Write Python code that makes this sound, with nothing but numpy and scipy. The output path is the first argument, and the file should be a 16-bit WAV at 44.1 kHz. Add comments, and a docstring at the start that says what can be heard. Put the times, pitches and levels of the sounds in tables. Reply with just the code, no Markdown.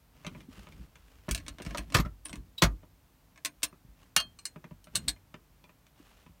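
"""Pumping a carpet stretcher

A carpet power stretcher is set and its lever pumped in a small, dead room. Steel joints click and
rattle, the toothed head slams down and thumps the floor, and the lever clangs on its stop. Each hit
is a gritty crack over ringing modes. Dry pivots stick and slip in tiny squeaks, and the kneeling
worker shifts his weight with a low rumble and a rustle of cloth, over a faint hiss."""
import sys
import numpy as np
from scipy import signal
from scipy.fft import rfft, irfft, next_fast_len
from scipy.io import wavfile
from scipy.ndimage import uniform_filter1d

SR = 44100
rng = np.random.default_rng(int(sys.argv[2]) if len(sys.argv) > 2 else 0)


def wav_record(signal):
    """Record a signal, one row per channel, as 16-bit PCM in the file named by sys.argv[1]."""
    frames = np.transpose(np.atleast_2d(signal))
    bounded = np.clip(frames, -1, 1)
    # unit amplitude maps onto the largest positive 16-bit level
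    quanta = np.round(bounded * 32767).astype(np.int16)
    wavfile.write(sys.argv[1], SR, quanta)


N = 282240
HIT_SAMPLES = 18000
AGE = np.arange(HIT_SAMPLES) / SR  # seconds into a hit
BASS_CUT_HZ, TOP_HZ = 36, 16100

# Hit cues: t/s, relative level/dB, brightness/(dB per octave)
LINK_CLICKS = [(1.289, -41.5, -4.5), (1.3108, -35, 3), (1.3475, -36, -0.5), (1.3645, -53, 0),
               (1.377, -47, -2.5), (1.4, -59.5, -4), (1.464, -53, -5), (1.481, -43, -3), (1.584, -51, -6),
               (1.6195, -50.5, -0.5), (1.6495, -52.5, -3.5), (1.6635, -47.5, -6), (1.7075, -47.5, -7),
               (1.773, -43.5, -1.5), (1.781, -39, -3), (1.9015, -53, -5), (1.9225, -43.5, -4),
               (2.2555, -48.5, -4.5), (2.284, -61, 0), (2.294, -52.5, -5), (2.329, -45.5, -5),
               (2.356, -54, -1.56), (3.359, -63.5, -6), (3.376, -58.5, -5.5), (3.4485, -34, 0.3),
               (3.457, -36.5, 0.5), (3.621, -57.5, -4.5), (3.6305, -30, 1.5), (3.636, -32.5, 5),
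               (4.842, -61.5, 4), (4.951, -44, -4), (5.079, -45, -3.5)]  # the linkage takes up its slack
TUBE_CLICKS = [(4.388, -53, -2.7), (4.453, -37, 0), (4.9535, -28, 0.5), (5.0815, -28, .2)]  # the telescoping tube knocks against its lock pin
HEAD_CLACKS = [(1.746, -37.5, -3.5), (1.938, -49, -1), (1.943, -31, 3.5), (1.946, -22, 0), (1.966, -34, 3),
               (1.984, -34.5, 0), (1.9985, -39.5, 2.5), (2.616, -48, 0.5), (2.62, -20, .6),
               (2.635, -29.5, 4.5), (2.651, -39, 1)]  # the toothed head drops and bites
LEVER_CLANGS = [(4.163, -22.6, -.5), (4.2, -39.5, -1.2)]  # the lever hits its stop and bounces
PADDED_KNOCKS = [(0.247, -47.5, -3.5), (0.265, -43, 1.5), (0.348, -54, -5.5), (0.405, -59.5, -0.5),
                 (0.669, -55, -4), (0.722, -61, 2), (0.955, -59.5, 1.5), (1.282, -43, -9.5),
                 (1.6, -47, -5.5), (2.058, -50, -6.5), (2.83, -60, -7), (3.727, -59, -4.5),
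                 (4.559, -51.5, -7.5), (4.641, -51, -5.5), (4.709, -54.5, -9.5), (4.87, -57, -4.5),
                 (5.162, -65, -2.5), (5.341, -49.5, -3.5), (5.64, -59.5, -0.5), (5.693, -61.5, -3.5),
                 (5.866, -66.5, 3), (6.263, -60.5, -5)]  # hand, knee and shoe on the tool

# Colour of each part's crack: f/Hz, level/dB
LINK_CRACK = [(180, -22), (300, 0.5), (372, -23.5), (678, -7.5), (787, -22), (1040, -6.5), (1390, -10),
              (1620, -3), (1900, -6), (2210, -1.5), (3000, -3.5), (4830, -4.5), (5160, -4), (7200, -6.5),
              (8940, -4), (10400, -18), (11300, -12), (16000, -23.5)]
TUBE_CRACK = [(240, -52), (400, -28), (489, -30.5), (921, -19), (1310, -32), (1510, -11), (2090, -16.5),
              (2800, -10.5), (3160, -16), (4110, -7), (4650, -11), (6640, -13.5), (8240, -4.5),
              (10200, -15), (16000, -31)]
HEAD_CRACK = [(180, -32.5), (300, 0.5), (385, -1), (447, -11.5), (614, -1), (856, -7.5), (1000, 2),
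              (1200, 4), (1500, -2), (2070, -5), (2570, -4), (2880, -7.5), (4090, -9), (7080, -14.5),
              (10200, -23.5), (12700, -22), (16000, -32.5)]
LEVER_CRACK = [(150, -48), (250, -22), (380, -26.5), (540, -15), (680, -3), (900, -12.5), (1100, -0.5),
               (1700, 1.5), (2400, -10.5), (3980, -4.5), (4820, -8.5), (5250, -2), (5930, -7), (12100, -14),
               (13000, -13), (16000, -29.5)]
KNOCK_CRACK = [(210, -23), (350, -5.5), (649, -20), (769, -14.5), (984, -9.5), (1770, -8.5), (2350, -4),
               (2950, -7), (5460, -20), (6370, -12), (6880, -19.5), (14000, -38.5)]

# Ring of each part and of the floorboards: f/Hz, relative level/dB, t60/s
LINK_MODES = [(1078, -11, 0.11), (1717, -12.5, 0.12), (2210, -4.5, 0.069), (2600, -5, 0.073),
              (3320, -6, 0.048), (4210, -7.5, .14), (5370, -10.5, .09), (5650, -3.5, 0.048),
              (5950, -3, 0.07), (6500, -7.5, 0.088), (7908, -15.5, .08), (8930, -3, 0.1),
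              (10940, -3.5, 0.054), (12490, -13, .06), (14700, -11, .08)]
TUBE_MODES = [(1155, -6, 0.049), (1488, -17, 0.093), (2860, -9.5, 0.088), (4170, -10.5, 0.17),
              (4310, 4.5, 0.063), (5200, -6, 0.08), (6070, -4, 0.072), (6900, -10, 0.12), (8240, 3, 0.079),
              (8450, -11, 0.13), (9300, -2.5, 0.062), (11090, -17, 0.13)]
HEAD_MODES = [(590, 2, 0.1), (1205, 3, 0.14), (1450, -5, 0.087), (1970, -3, 0.087), (4200, 1, 0.058),
              (4600, -1.5, 0.058), (4560, -6, 0.057), (4940, -11, 0.062), (5690, -11.5, 0.1),
              (6260, -5, 0.077), (6700, -9, 0.089), (6900, -8, 0.059)]
KNOCK_MODES = [(232.8, -8.5, 0.12), (606, -5, 0.083), (986, -8, 0.083), (1236, -0.5, 0.036),
               (2097, -1.5, 0.036), (2386, -2, 0.065), (3530, -13, 0.048), (4328, -21, 0.038)]
FLOOR_MODES = [(48.3, -3, 0.54), (92, -7.5, 0.8), (156, -4, .22), (207, -4.5, 0.11), (277, -17.5, 0.18),
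               (329, -18, 0.23)]
# Ring of the long lever arm: f/Hz, level/dB, t60 swinging free/s, t60 seated on the stop/s
LEVER_ARM_MODES = [(1283, -29.5, 0.13, 0.095), (1515, -37, .15, 0.14), (2540, -38, 0.25, 0.15),
                   (2832, -18.5, .14, 0.055), (3188, -31, 0.53, 0.18), (4270, -32, 0.4, 0.14),
                   (4500, -32.5, .6, .075), (6300, -38.5, .25, 0.08), (8700, -46, .3, .06),
                   (8882, -43, .3, .07)]

# Weight landing on the carpet: t/s, thud level/dB, thud f/Hz, sway level/dB, sway lag/s
FLOOR_THUMPS = [(0.267, -34, 180, -52, 0.0055), (0.484, -42.5, 260, -55, 0.015),
                (0.578, -48, 200, -41.5, 0.0026), (0.794, -46.5, 200, -41.5, 0.0032),
                (1.282, -35.5, 200, -23, .026), (1.662, -33, 145, -36, 0.0039),
                (1.782, -39, 175, -34, 0.0042), (1.946, -17.5, 104, -21.5, 0.031),
                (1.995, -23.5, 165, -29, 0.048), (2.334, -38.5, 190, -35, 0.043),
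                (2.624, -15.5, 163.6, -17.5, 0.011), (2.653, -23.5, 111, -35.5, .06),
                (3.631, -46.5, 301, -57, 0.0045), (3.845, -50.5, 125, -50, 0.033),
                (4.166, -40, 172, -46.5, .002), (4.954, -46.5, 280, -53.5, 0.0046),
                (5.072, -42.5, 215, -36.5, .002), (5.998, -50.5, 292, -63, .01),
                (6.291, -52, 110, -52, 0.0046)]
# Dry pivots: centre t/s, relative level/dB, f/Hz, half length/s, overtones re the fundamental/dB
PIVOT_SQUEAKS = [(2.001, -39, 12100, .003, -30), (2.053, -36.5, 1320, 0.0037, -22),
                 (2.256, -33, 9200, 0.004, -40), (2.278, -56, 9140, 0.0098, -21.5),
                 (2.301, -48.5, 8470, 0.0082, -30), (2.585, -31, 3846, 0.0042, -19)]
# The worker's moves: t/s, length/s, rumble level/dB, scuff level/dB, cloth level/dB
WORKER_MOVES = [(0.12, .12, -67, -66, -67), (0.242, .17, -61, -52.5, -64.5), (0.489, .14, -60, -62, -58.5),
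                (0.66, 0.18, -55.5, -58, -65), (0.905, 0.4, -60.5, -92, -69),
                (1.327, 0.22, -49, -57.5, -69), (1.626, .17, -49.5, -49, -57),
                (1.845, 0.24, -48.5, -58, -72.5), (2.279, 0.097, -51.5, -51.5, -74.5),
                (2.655, 0.038, -49.5, -51, -69.5), (3.961, 0.073, -70.5, -73, -65.5),
                (4.19, 0.082, -59.5, -59.5, -79.5), (4.912, 0.14, -54.5, -48, -64.5),
                (5.944, .3, -75, -80, -65.5)]

# Colours of the noise layers: f/Hz, level/dB
RUMBLE_COLOUR = [(15, -30), (28, -6), (45, 7), (70, 3.5), (110, -10), (200, -56)]  # the loaded floor
SCUFF_COLOUR = [(30, -44.5), (60, -24), (110, 1), (150, 2.5), (290, -5.5), (420, -15.5), (700, -45.5)]  # crushed padding
CLOTH_COLOUR = [(240, -27), (400, -1), (770, -5), (1200, -3.5), (1500, -6.5), (2300, -8), (2850, -5),
                (3500, -10.5), (4800, -14), (5320, -13.5), (14000, -24.5)]  # cloth on the pile
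HISS_COLOUR = [(59, -32), (100, -3), (189, -5), (224, -14.5), (260, -6), (406, -18.5), (442, -14.5),
               (991, -17.5), (1080, -18), (1800, -22), (10200, -30), (14400, -25.5), (16000, -30.5)]  # the steady bed

# Early reflections off floor, corner and shelf: delay t/s, relative gain
ECHOES = [(.0023, 0.26), (.0062, .25), (.0085, 0.23), (0.0104, .3), (0.017, .15)]
# The room's short tail: f/Hz, t60/s
ROOM_T60 = [(200, 0.19), (1000, 0.13), (3000, 0.08), (8000, 0.051), (16000, .075)]


def stretcher(level_db=.5):
    """The lead layer: the tool's struck parts crack and ring, and the lever arm sings on."""
    link = hits(LINK_CLICKS, LINK_CRACK, LINK_MODES, rise_s=.0005, chatter_s=.003, chatter_growth=.11,
                grit=.2, ring_db=-8, ring_loss=.05, tail_db=-4, echo_db=-7)
    tube = hits(TUBE_CLICKS, TUBE_CRACK, TUBE_MODES, rise_s=.0011, chatter_s=.0027, chatter_growth=.55,
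                grit=.5, ring_db=0, ring_loss=.29, tail_db=-1.5, echo_db=-7.5)
    head = hits(HEAD_CLACKS, HEAD_CRACK, HEAD_MODES, rise_s=.0015, chatter_s=.0054, chatter_growth=.15,
                grit=.41, ring_db=-8, ring_loss=.1, tail_db=-6, echo_db=-5)
    lever = hits(LEVER_CLANGS, LEVER_CRACK, LINK_MODES, rise_s=.0012, chatter_s=.0025,
                 chatter_growth=.02, grit=.29, ring_db=-9.5, ring_loss=.02, tail_db=-6.5, echo_db=-5)
    knocks = hits(PADDED_KNOCKS, KNOCK_CRACK, KNOCK_MODES, rise_s=.0011, chatter_s=.0019,
                  chatter_growth=.02, grit=.27, ring_db=-4, ring_loss=.11, tail_db=-3.5, echo_db=-6)
    return gain_of(level_db) * (link + tube + head + lever + knocks) + lever_ring()


def hits(cues, crack_colour, modes, rise_s, chatter_s, chatter_growth, grit, ring_db, ring_loss,
         tail_db, echo_db, medium_hit_db=-40, spot_db=2, rms_window_s=.025):
    """Loose parts chatter, then ring; a harder hit chatters longer and has more crack than ring."""
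    out = np.zeros(N)
    attack = 1 - np.exp(-(AGE / rise_s) ** 2)
    for s, db, brightness in cues:
        force_db = db - medium_hit_db
        contacts = rng.standard_normal(HIT_SAMPLES)
        roughness = unit_rms(uniform_filter1d(rng.standard_normal(HIT_SAMPLES), 30))
        decay = np.exp(-AGE / (chatter_s * gain_of(chatter_growth * force_db)))
        chatter = contacts * np.exp(grit * roughness) * attack * decay
        chatter_in_room = signal.fftconvolve(chatter, room(tail_db, echo_db))[:HIT_SAMPLES]
        crack = unit_rms(coloured(chatter_in_room, crack_colour))
        # the spot that is struck favours some modes over others
        struck_modes = np.array(modes, float)
        struck_modes[:, 1] += spot_db * rng.standard_normal(len(modes))
        ring = gain_of(ring_db - ring_loss * force_db) * attack * ringing(struck_modes)
        hit = contact_tilt(crack + ring, brightness)
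        add(out, s, gain_of(db) * hit * np.sqrt(rms_window_s * SR / np.sum(hit ** 2)))
    return out


def ringing(modes, spread=.0042, twin_split=.009, twin_db=-5.5):
    """No part is quite symmetric: each dying mode beats with a close, weaker twin."""
    hz, db, t60 = np.transpose(modes)[:, :, None]
    detune, phase, split, twin_phase = rng.uniform(-1, 1, (4, len(modes), 1))
    angle = 2 * np.pi * hz * (1 + spread * detune) * AGE
    main = np.sin(angle + np.pi * phase)
    twin = gain_of(twin_db) * np.sin(angle * (1 + twin_split * split) + np.pi * twin_phase)
    return unit_rms((gain_of(db - 60 * AGE / t60) * (main + twin)).sum(0))


def contact_tilt(x, db_per_octave, from_hz=650, to_hz=11000):
    """Tilts the treble: hard contacts are bright, padded ones dull."""
    return coloured(x, [(from_hz, 0), (to_hz, db_per_octave * np.log2(to_hz / from_hz))])


def lever_ring(start_s=4.164, seated_s=4.212, rise_s=.005):
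    """The lever sings while it rebounds and is choked when it settles on the stop."""
    out = np.zeros(N)
    time_free = np.minimum(AGE, seated_s - start_s)
    time_seated = AGE - time_free
    attack = 1 - np.exp(-AGE / rise_s)
    for hz, db, free_t60, seated_t60 in LEVER_ARM_MODES:
        decay = gain_of(db - 60 * time_free / free_t60 - 60 * time_seated / seated_t60)
        add(out, start_s, attack * decay * np.sin(2 * np.pi * (hz * AGE + rng.random())))
    return out


def floor_thumps(sway_hz=53.5, knock_hz=166.7, knock_db=-2, thud_per_dullness=1.8):
    """The low end: heavy loads thud and make the floor sway; light knocks only thud."""
    out = np.zeros(N)
    for s, thud_db, thud_hz, sway_db, lag_s in FLOOR_THUMPS:
        add(out, s, gain_of(thud_db) * floor_swing(thud_hz))
        sway = floor_swing(sway_hz, rise_s=.0062, t60=.22, pad_db=-15)
        add(out, s + lag_s, gain_of(sway_db) * sway)
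    for s, db, brightness in PADDED_KNOCKS:
        thud_db = db + knock_db - thud_per_dullness * brightness  # duller knocks thud more
        add(out, s, gain_of(thud_db) * floor_swing(knock_hz))
    return out


def floor_swing(hz, rise_s=.0055, t60=.085, pad_db=-7, boards_db=-27):
    """A load swings the floor at one pitch, crushes the padding and sets the boards ringing."""
    attack = np.sin(np.pi / 2 * np.minimum(AGE / rise_s, 1)) ** 2
    decay = gain_of(-60 * np.maximum(AGE - rise_s, 0) / t60)
    body = np.sin(2 * np.pi * hz * AGE)
    padding = gain_of(pad_db) * unit_rms(coloured(rng.standard_normal(HIT_SAMPLES), SCUFF_COLOUR))
    boards = gain_of(boards_db) * ringing(FLOOR_MODES, spread=.029)
    return attack * (decay * (body + padding) + boards)


def pivot_squeaks(jitter=.028, flutter=.35, level_db=-2):
    """Steel sticks and slips in a pivot: a brief, rough, unsteady tone with overtones."""
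    out = np.zeros(N)
    centre_s = AGE.mean()
    for s, db, hz, half_s, overtones_db in PIVOT_SQUEAKS:
        wander, grip = unit_rms(uniform_filter1d(rng.standard_normal((2, HIT_SAMPLES)), 20))
        cycles = np.cumsum(hz * (1 + jitter * wander)) / SR
        tone = sum(gain_of(overtones_db * (k > 1)) * np.sin(2 * np.pi * k * cycles)
                   for k in range(1, 5) if k * hz < TOP_HZ)
        swell = np.exp(-((AGE - centre_s) / half_s) ** 2)
        add(out, s - centre_s, gain_of(db) * tone * (1 + flutter * grip) * swell)
    return gain_of(level_db) * signal.oaconvolve(out, room())[:N]


def worker(attack_s=.042, release_t60=.33, catch_db=3, idle_rumble_db=-67, idle_scuff_db=-75):
    """Body foley: knees and shoes load the floor, cloth catches on the pile in uneven grains."""
    t = np.arange(N) / SR
    power = np.zeros((3, N))
    for start, length, *layer_db in WORKER_MOVES:
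        attack = np.clip((t - start) / attack_s, 0, 1)
        release = gain_of(-60 * np.maximum(t - start - length, 0) / release_t60)
        power += np.outer(gain_of(layer_db), attack * release) ** 2
    rumble_gain, scuff_gain, cloth_gain = np.sqrt(power)
    catches = gain_of(catch_db * unit_rms(uniform_filter1d(rng.standard_normal(N), 200)))
    # the kneeling worker is never quite still
    rumble = np.hypot(rumble_gain, gain_of(idle_rumble_db)) * noise(RUMBLE_COLOUR)
    scuff = np.hypot(scuff_gain, gain_of(idle_scuff_db)) * noise(SCUFF_COLOUR)
    rustle = cloth_gain * unit_rms(catches * noise(CLOTH_COLOUR))
    return rumble + scuff + rustle


def room(tail_db=-4, echo_db=0, build_s=.0031):
    """Direct sound, a few close echoes and a short tail soaked up by carpet and clothes."""
    hz, t, bands = signal.stft(rng.standard_normal(HIT_SAMPLES), SR, nperseg=128)
    decay = gain_of(-60 * t / curve_at(ROOM_T60, hz)[:, None])
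    tail = signal.istft(bands * decay, SR, nperseg=128)[1][:HIT_SAMPLES]
    tail *= 1 - np.exp(-(AGE / build_s) ** 2)
    response = gain_of(tail_db) * tail / np.linalg.norm(tail)
    response[0] += 1
    for s, gain in ECHOES:
        add(response, s, gain_of([echo_db]) * gain)
    return response


def noise(colour):
    """Steady coloured noise of rms 1."""
    return unit_rms(coloured(rng.standard_normal(N), colour))


def coloured(x, colour):
    """Minimum-phase EQ along an (f/Hz, level/dB) curve, so that attacks stay sharp."""
    size = next_fast_len(len(x) + 4096)
    log_gain = np.log(gain_of(curve_at(colour, abs(np.fft.fftfreq(size, 1 / SR)))))
    response = np.exp(np.conj(signal.hilbert(log_gain)))[:size // 2 + 1]
    return irfft(rfft(x, size) * response, size)[:len(x)]


def curve_at(points, hz):
    """Reads a curve on a log-frequency axis."""
    f, value = np.transpose(points)
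    return np.interp(np.log(hz + 1), np.log(f + 1), value)


def gain_of(db):
    """Decibels to amplitude."""
    return 10 ** (np.asarray(db) / 20)


def unit_rms(x):
    """Scales to rms 1."""
    return x / np.sqrt(np.mean(x ** 2) + 1e-20)


def add(mix, s, sound):
    """Mixes a sound in at time s."""
    part = mix[max(round(s * SR), 0):][:len(sound)]
    part += sound[:len(part)]


def scene(hiss_db=-66.5):
    """The mono mix: tool, floor and worker over a faint, steady bed of hiss."""
    action = stretcher() + floor_thumps() + pivot_squeaks() + worker()
    return (action + gain_of(hiss_db) * noise(HISS_COLOUR))[None]


def record(dry):
    """The microphone rolls off the deep bass, and a steep low-pass trims the very top."""
    bass_cut = signal.butter(3, BASS_CUT_HZ, "high", fs=SR, output="sos")
    top_cut = signal.firwin(255, TOP_HZ, window=("kaiser", 8), fs=SR)
    return signal.oaconvolve(signal.sosfilt(bass_cut, dry), top_cut[None], "same")


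dry = scene()
out = record(dry)
wav_record(out)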